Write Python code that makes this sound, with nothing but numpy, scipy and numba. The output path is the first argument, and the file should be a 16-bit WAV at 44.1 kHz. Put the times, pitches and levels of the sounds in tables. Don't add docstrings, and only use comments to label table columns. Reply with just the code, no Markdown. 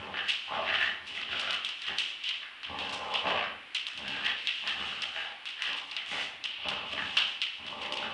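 import sys
import numpy as np
from scipy import signal
from scipy.fft import rfft, irfft
from scipy.io import wavfile
from scipy.ndimage import uniform_filter1d
from numba import njit

SR = 44100
rng = np.random.default_rng(int(sys.argv[2]) if len(sys.argv) > 2 else 0)


def ratio(d):
    e = np.asarray(d, float) / 20
    return 10 ** e


def to_wav(sig):
    pcm = np.clip(np.atleast_2d(sig), -1, 1) * 32767
    pcm = np.round(pcm).astype(np.int16)
    wavfile.write(sys.argv[1], SR, pcm.T)


N = 358533
TAILS = 4


def shape(points, size):
    hz, db = np.transpose(points)
    return ratio(np.interp(np.log(np.fft.rfftfreq(size, 1 / SR) + 1), np.log(hz), db))


# frequency in Hz, gain in dB.
MIC_RESPONSE = [(30, -41), (60, 0.5), (90, 11.5), (1000, 2), (2250, 5.5), (2650, 10.5), (2950, 14),
                (3400, 8.5), (3750, 5), (5000, -1.5), (7000, -14.5), (9500, -17), (11000, -26),
                (12300, -53.5)]


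def microphone_gain(size):
    return shape(MIC_RESPONSE, size)


def heard(x, lo_hz, hi_hz):
    hz = np.fft.rfftfreq(len(x), 1 / SR)
    power = np.abs(rfft(x) * microphone_gain(len(x))) ** 2
    inside = (hz > lo_hz) & (hz < hi_hz)
    return x * len(x) / np.sqrt(2 * power[inside].sum())


@njit
def svf(x, hz, width, sr):
    y, band_state, low_state = np.empty(len(x)), 0., 0.
    for i in range(len(x)):
        g, k = np.tan(np.pi * hz[i] / sr), width / hz[i]
        v = (band_state + g * (x[i] - low_state)) / (1 + g * (g + k))
        band_state = 2 * v - band_state
        low_state = low_state + 2 * g * v
        y[i] = k * v
    return y


def band(x, hz, width):
    return svf(x, hz + np.zeros(len(x)), 1. * width, 1. * SR)


def highs(x, hz):
    return signal.sosfilt(signal.butter(3, hz, "high", fs=SR, output="sos"), x)


def walk(rate):
    hold = int(SR / rate)
    levels = np.repeat(rng.standard_normal(N // hold + 1), hold)
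    return 1.3 * uniform_filter1d(uniform_filter1d(levels, hold), hold)[:N]


def bursts(table, rise_db_s, fall_db_s, lead_s=0.):
    start, hold, db, trait = np.transpose(table)[:, :, None]
    t = np.arange(0, N + 64, 64) / SR
    late = t + lead_s - start
    rise = rise_db_s * np.minimum(late, 0)
    fall = fall_db_s * np.maximum(late - hold, 0)
    power = ratio(2 * np.maximum(db + rise - fall, -300))
    total = power.sum(0)
    both = 10 * np.log10(total), (power * trait).sum(0) / total
    return [np.interp(np.arange(N) / SR, t, c) for c in both]


# frequency in Hz, density in dB per Hz.
HOUSE_AIR = [(15, -68.5), (25, -21.5), (148, -30), (291, -18.5), (439, -25), (2230, -9), (2970, -8.5),
             (6280, -39.5), (9990, -39.5), (12000, -55), (15600, -85), (22000, -120)]


def air():
    gain = shape(HOUSE_AIR, N) / microphone_gain(N)
    x = irfft(rfft(rng.standard_normal(N)) * gain, N)
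    return ratio(-50) * heard(x, 25, 12000)


# frequency in Hz, time to fall 60 dB in seconds.
ROOM_DECAY = [(100, 0.55), (500, 0.57), (1500, 0.53), (3000, 0.41), (6000, 0.46), (11000, 0.12)]


def room():
    t = np.arange(SR) / SR
    hz, t60 = np.transpose(ROOM_DECAY)
    tail = 0
    for f in 60 * 2 ** np.arange(0, 8, .5):
        fade = np.exp(-np.log(1000) * t / np.interp(np.log(f), np.log(hz), t60))
        noise = rng.standard_normal(SR)
        tail = tail + fade * band(band(noise, f, f / 2), f, f / 2)
    flutter_s = .01664
    flutter_db = 3.2 * np.cos(2 * np.pi * (t - .002) / flutter_s) * np.exp(-t / .1)
    clumps_db = 3 * walk(200)[:SR] * np.exp(-t / .08)
    tail = tail * ratio(flutter_db + clumps_db) * (1 - np.exp(-t / .003))
    return tail / np.sqrt(np.sum(tail ** 2))


# start in seconds, hold in seconds,
# level of dull slips in dB, sharp slips in dB above the dull ones.
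FLOOR_DRAGS = [(0, 0.0086, -51.5, -3.5), (.28, .16, -43, -10.5), (.5, 0.22, -43.5, -15.5),
               (.73, 0.13, -43, -10), (1.1, 0.064, -41, -9.5), (1.33, 0.17, -35, -15),
               (1.66, 0.4, -43.5, -10), (1.99, 0.1, -38.5, -10.5), (2.26, 0.047, -36.5, -14.5),
               (2.68, 0.06, -49, -14), (2.81, 0.042, -40.5, -11), (2.95, 0.18, -49.5, -5),
               (3.15, 0.13, -38.5, -13), (3.35, 0.028, -53, -6), (3.8, 0.035, -50, -7),
               (3.91, 0.05, -48, -10), (4.1, 0.12, -37.5, -12.5), (4.26, 0.053, -36.5, -17),
               (4.45, 0.23, -38.5, -11.5), (4.8, 0.4, -42.5, -10), (5.25, 0.017, -44, -16),
               (5.63, 0.056, -37.5, -13.5), (5.85, .15, -48.5, -7.5), (6.13, 0.044, -36.5, -5),
               (6.48, 0.16, -43, -32), (6.75, 0.02, -38.5, -38), (6.84, 0.44, -42.5, -9.5),
               (7.2, 0.5, -47, -14), (7.82, 0.04, -46, -10), (8.0, .06, -41, -13)]


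def scuff():
    dull_db, sharp_db = bursts(FLOOR_DRAGS, rise_db_s=172.5, fall_db_s=103)
    struck = rng.random(N) < 9000 / SR
    slips = struck * ratio(2.2 * rng.exponential(size=N)) * rng.standard_normal(N)
    slips = slips * ratio(2.2 * walk(30))
    dull = band(band(slips, 2870, 2200), 2870, 2200)
    sharp = band(highs(slips, 4710), 7440, 4200)
    return ratio(dull_db - 4.5) * heard(dull, 2590, 3280) + ratio(dull_db + sharp_db - 12.0) * heard(sharp, 3500, 13000)


# time in seconds, peak in dB, brightness in dB, room share in dB.
CLAW_STEPS = [(0.1135, -41, -32, 7), (0.2847, -20.5, -16, 9.5), (0.295, -19, -28, -6),
              (1.0691, -43.5, -4.5, 8.5), (1.6474, -17.5, -14.5, -3.5), (1.819, -24.5, -19, 1),
              (1.9847, -16.5, -13, 1.5), (2.238, -23.5, -19.5, 2.5), (2.2907, -13, -24, -6),
              (2.8937, -34.5, -14, 10), (3.1398, -12.5, -24, -1.5), (3.1684, -34, -36, -3),
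              (3.7471, -14, -17, 0.5), (4.2482, -23, -19, 8), (4.4721, -14.5, -24, 0.5),
              (4.579, -34, -30, 8), (5.0208, -18.5, -15.5, 0), (5.4877, -29, -18, 5.5),
              (5.7305, -20, -25, -4.5), (5.7657, -33.5, -14.5, 11.5), (5.913, -21, -22, -4.5),
              (5.9658, -10.5, -29, -9), (6.4399, -18.5, -17, 0.5), (6.6853, -17, -16.5, 0),
              (6.8931, -34, -33, 5), (6.9152, -33, -17, 12), (7.417, -13.5, -21, 0.5),
              (7.8607, -25, -24, -11), (7.923, -25, -11, 3), (7.9714, -18.5, -22, -3.5)]
PAW_STEPS = [(.164, -36, -25, 9.5), (.6422, -36, -33, 10), (.7378, -23.5, -31, 7), (0.8078, -29, -15, -3),
             (0.8453, -34.5, -30, 14), (1.2155, -22.5, -31, 0), (1.3151, -25.5, -31, -2),
             (1.3956, -21.5, -11.5, 2), (1.5072, -23.5, -13, -5), (1.5304, -22.5, -13.5, 2),
             (1.6899, -21, -21, -1.5), (1.8663, -25.5, -22, 6.5), (2.632, -22, -25, -1),
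             (2.788, -22.5, -21, 2.5), (2.9257, -31, -7.5, 9.5), (3.274, -30, -20, 7.5),
             (3.8675, -27.5, -10, 2), (3.9337, -34, -21, 2.5), (3.9755, -30, -13, 3.5),
             (4.0802, -22, -19.5, -3), (4.6748, -17.5, -20, 1.5), (5.4555, -25, -18.5, 3.5),
             (5.6214, -21, -13.5, -1), (6.6478, -32.5, -36, 6), (7.057, -27.5, -27, 2.5),
             (7.1696, -8.5, -21.5, 2), (7.666, -27, -21, 4), (7.7057, -33, -16, 1),
             (7.815, -33, -16.5, 10.5)]


def claws():
    size = 1024
    direct, sends = np.zeros(N + size), np.zeros((TAILS, N + size))
    t = np.arange(size) / SR
    steps = sorted([(*row, -19) for row in CLAW_STEPS] + [(*row, -5) for row in PAW_STEPS])
    chance = rng.standard_normal((len(steps), 2, size))
    for k, ((s, db, bright_db, room_db, pad_db), (grit, slip)) in enumerate(zip(steps, chance)):
        tick = 1. * (t == 0)
        bounce = np.roll(tick, int(.0035 * SR))
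        scrape = .25 * np.exp(-t / .001) + .6 * (slip > 2.1) * np.exp(-t / .005)
        skid = .85 * tick + .5 * bounce + grit * scrape
        pad = ratio(pad_db + 17.0) * band(band(tick, 1500, 1200), 1500, 1200)
        edge_db = bright_db + 22
        i = int(s * SR)
        near = band(highs(skid, 1500), 4420, 2900) + ratio(edge_db) * highs(skid, 2870) + pad
        direct[i:i + size] += ratio(db + 1.5) * near
        far_edge = ratio(edge_db - 8) * highs(tick, 5920)
        far = band(band(tick, 2890, 2400), 2890, 2400) + far_edge + ratio(-17.0) * pad
        sends[k % TAILS, i:i + size] += ratio(db + room_db + 15.0) * far
    return direct[:N], sends[:, :N]


# time in seconds, share of breath noise from 0 to 1.
ROUGHNESS = [(0, .7), (2.6, .7), (2.75, .4), (3.2, .4), (3.3, .55), (3.9, .4), (4.0, .2), (4.4, .25),
             (4.6, .5), (6.5, .55), (8.13, .5)]


def vocal_folds(chest_db):
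    s, share = np.transpose(ROUGHNESS)
    rough = np.interp(np.arange(N) / SR, s, share)
    hz = 70.25 - .02 * (chest_db + 55.5)
    turns = np.cumsum(hz * (1 + .16 * rough * walk(70))) / SR
    size = ratio(4.2 * rough * rng.standard_normal(N // 100)[turns.astype(int)])
    slaps = np.diff(np.floor(turns), prepend=0) * size
    puffs = size * np.exp(-(turns % 1) / .4) * rng.standard_normal(N)
    return slaps / slaps.std(), puffs / puffs.std(), rough


# frequency in Hz, width in Hz, level in dB.
CHEST_MODES = [(125, 16, -12.5), (214.3, 53, -7), (290, 28, -5)]


def chest_voice(folds, rough):
    chest = 0
    for k, (f, width, db) in enumerate(CHEST_MODES):
        chest = chest + (-1) ** k * ratio(db) * band(band(folds, f, width * 2), f, width)
    return chest + rough ** 2 * ratio(5.5) * band(band(folds, 524, 240), 390, 100)


# frequency in Hz, width in Hz, level in dB.
THROAT_CAVITIES = [(582, 163, -4), (625, 108, -4.5), (832, 174, -1), (1126, 178, -6)]


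def throat_voice(folds):
    jaw = 1 + .025 * walk(5)
    throat = 0
    for k, (f, width, db) in enumerate(THROAT_CAVITIES):
        ring = band(band(folds, f * jaw, width * 2), f * jaw, width)
        throat = throat + (-1) ** k * ratio(db + 2.04 * walk(6)) * ring
    return throat


# start in seconds, hold in seconds, level in dB,
# mouth resonance in Hz.
TEETH_SNARLS = [(0, 0.012, -38.5, 1320), (.16, 0.013, -31.5, 1650), (.29, 0.014, -42, 2160),
                (.52, 0.06, -38.5, 1430), (.65, 0.036, -34, 1930), (.73, 0.098, -32, 1800),
                (1.18, 0.012, -43, 2070), (1.325, 0.21, -37.5, 1445), (1.87, 0.025, -35, 1765),
                (2.31, 0.0041, -45, 1890), (2.44, 0.01, -43, 1600), (2.67, 0.0081, -46.5, 2020),
                (2.76, 0.24, -46, 1600), (3.0, 0.16, -47, 1400), (3.26, 0.17, -33, 1165),
                (3.87, 0.0089, -47.5, 1710), (4.05, 0.16, -41, 1560), (4.25, 0.01, -32.5, 1790),
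                (4.48, 0.0064, -45, 1920), (4.68, 0.009, -36, 1800), (4.8, .3, -43, 1425),
                (5.17, 0.057, -39, 1700), (5.6, 0.099, -37.5, 1676), (5.98, .01, -42, 2090),
                (6.13, 0.054, -34.5, 1970), (6.67, 0.1, -43.5, 1380), (6.96, 0.05, -38, 1770),
                (7.18, .02, -42, 1760), (7.83, 0.035, -42.5, 1920), (8.03, 0.025, -41.5, 1400)]


def snarl(slaps, puffs):
    mouth_db, mouth_hz = bursts(TEETH_SNARLS, rise_db_s=421, fall_db_s=164)
    mouth_hz = mouth_hz * (1 + .03 * walk(12))
    breath = (.25 * slaps + puffs) * ratio(2.3 * walk(35))
    gap = band(band(breath, mouth_hz, 500), mouth_hz, 240)
    hiss = band(band(breath, 1600, 2000), 1600, 1400)
    return ratio(mouth_db - 2.5) * heard(gap + ratio(-1.5) * hiss, 810, 2420)


# start in seconds, hold in seconds, chest level in dB,
# throat level in dB above the chest.
CLENCHED_GROWLS = [(0, .18, -52, 9.5), (.52, .12, -50.5, 15.5), (.72, 0.13, -53, 5.5),
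                   (1.02, 0.31, -58.5, 3), (1.32, 0.2, -55, 10.5), (1.89, 0.024, -52.5, 7.5),
                   (2.71, .17, -46, 6), (2.92, 0.23, -52, 14.5), (3.26, 0.064, -42, 14.5),
                   (3.39, .05, -50, 3), (4.0, .12, -46, -0.5), (4.16, 0.1, -49.5, 4), (4.41, .05, -67, 4),
                   (4.64, 0.035, -53.5, 6.5), (4.77, .08, -49.5, 4.5), (4.93, 0.12, -56.5, 4.5),
                   (5.17, .08, -63, 16.5), (5.69, .03, -55, 12.5), (5.86, 0.15, -68, 8.5),
                   (6.13, .06, -49.5, 7.5), (6.44, 0.023, -65.5, 8), (6.6, 0.042, -60, 10),
                   (6.66, .07, -47, 8), (6.8, 0.083, -58, 6.5), (6.93, 0.08, -45, 4.5), (7.1, .12, -59, 10),
                   (7.6, 0.079, -57, 3.5), (7.71, 0.054, -51.5, 9.5), (7.82, 0.16, -54, 10.5),
                   (8.0, .13, -48.5, 6.5)]


def growl():
    rise, fall = 450, 120
    chest_db, throat_db = bursts(CLENCHED_GROWLS, rise, fall)
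    deep_db = bursts(CLENCHED_GROWLS, rise, fall, lead_s=.022)[0] - 12
    slaps, puffs, rough = vocal_folds(chest_db)
    folds = np.sqrt(1 - rough) * slaps + np.sqrt(rough) * puffs
    deep = band(band(folds, 103, 84), 78.6, 51)
    voice = ratio(chest_db - 6.0) * heard(chest_voice(folds, rough), 110, 320)
    voice = voice + ratio(deep_db) * heard(deep, 55, 130)
    voice = voice + ratio(chest_db + throat_db - 3.5) * heard(throat_voice(folds), 450, 1014)
    return voice + snarl(slaps, puffs)


def scene():
    voice, drag, (ticks, sends) = growl(), scuff(), claws()
    tail_mix = ratio(6 * np.array([walk(2.5) for _ in range(TAILS)]))
    tail_mix = tail_mix / np.sqrt(np.sum(tail_mix ** 2, axis=0))
    sends = sends + tail_mix * (ratio(-5.5) * voice + ratio(-3) * drag)
    wet = sum(signal.fftconvolve(x, room())[:N] for x in sends)
    return (ratio(-2.0) * voice + ratio(0.5) * drag + ticks + wet + air())[None]


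def top_cut(x):
    return signal.sosfilt(signal.butter(12, 12120, fs=SR, output="sos"), x)


def record(dry):
    size = 4096
    cepstrum = irfft(np.log(microphone_gain(size)), size)
    cepstrum[1:size // 2] *= 2
    cepstrum[size // 2 + 1:] = 0
    taps = irfft(np.exp(rfft(cepstrum)), size)
    mix = signal.fftconvolve(dry, taps[None])[:, :N]
    return top_cut(mix)


dry = scene()
out = record(dry)
to_wav(out)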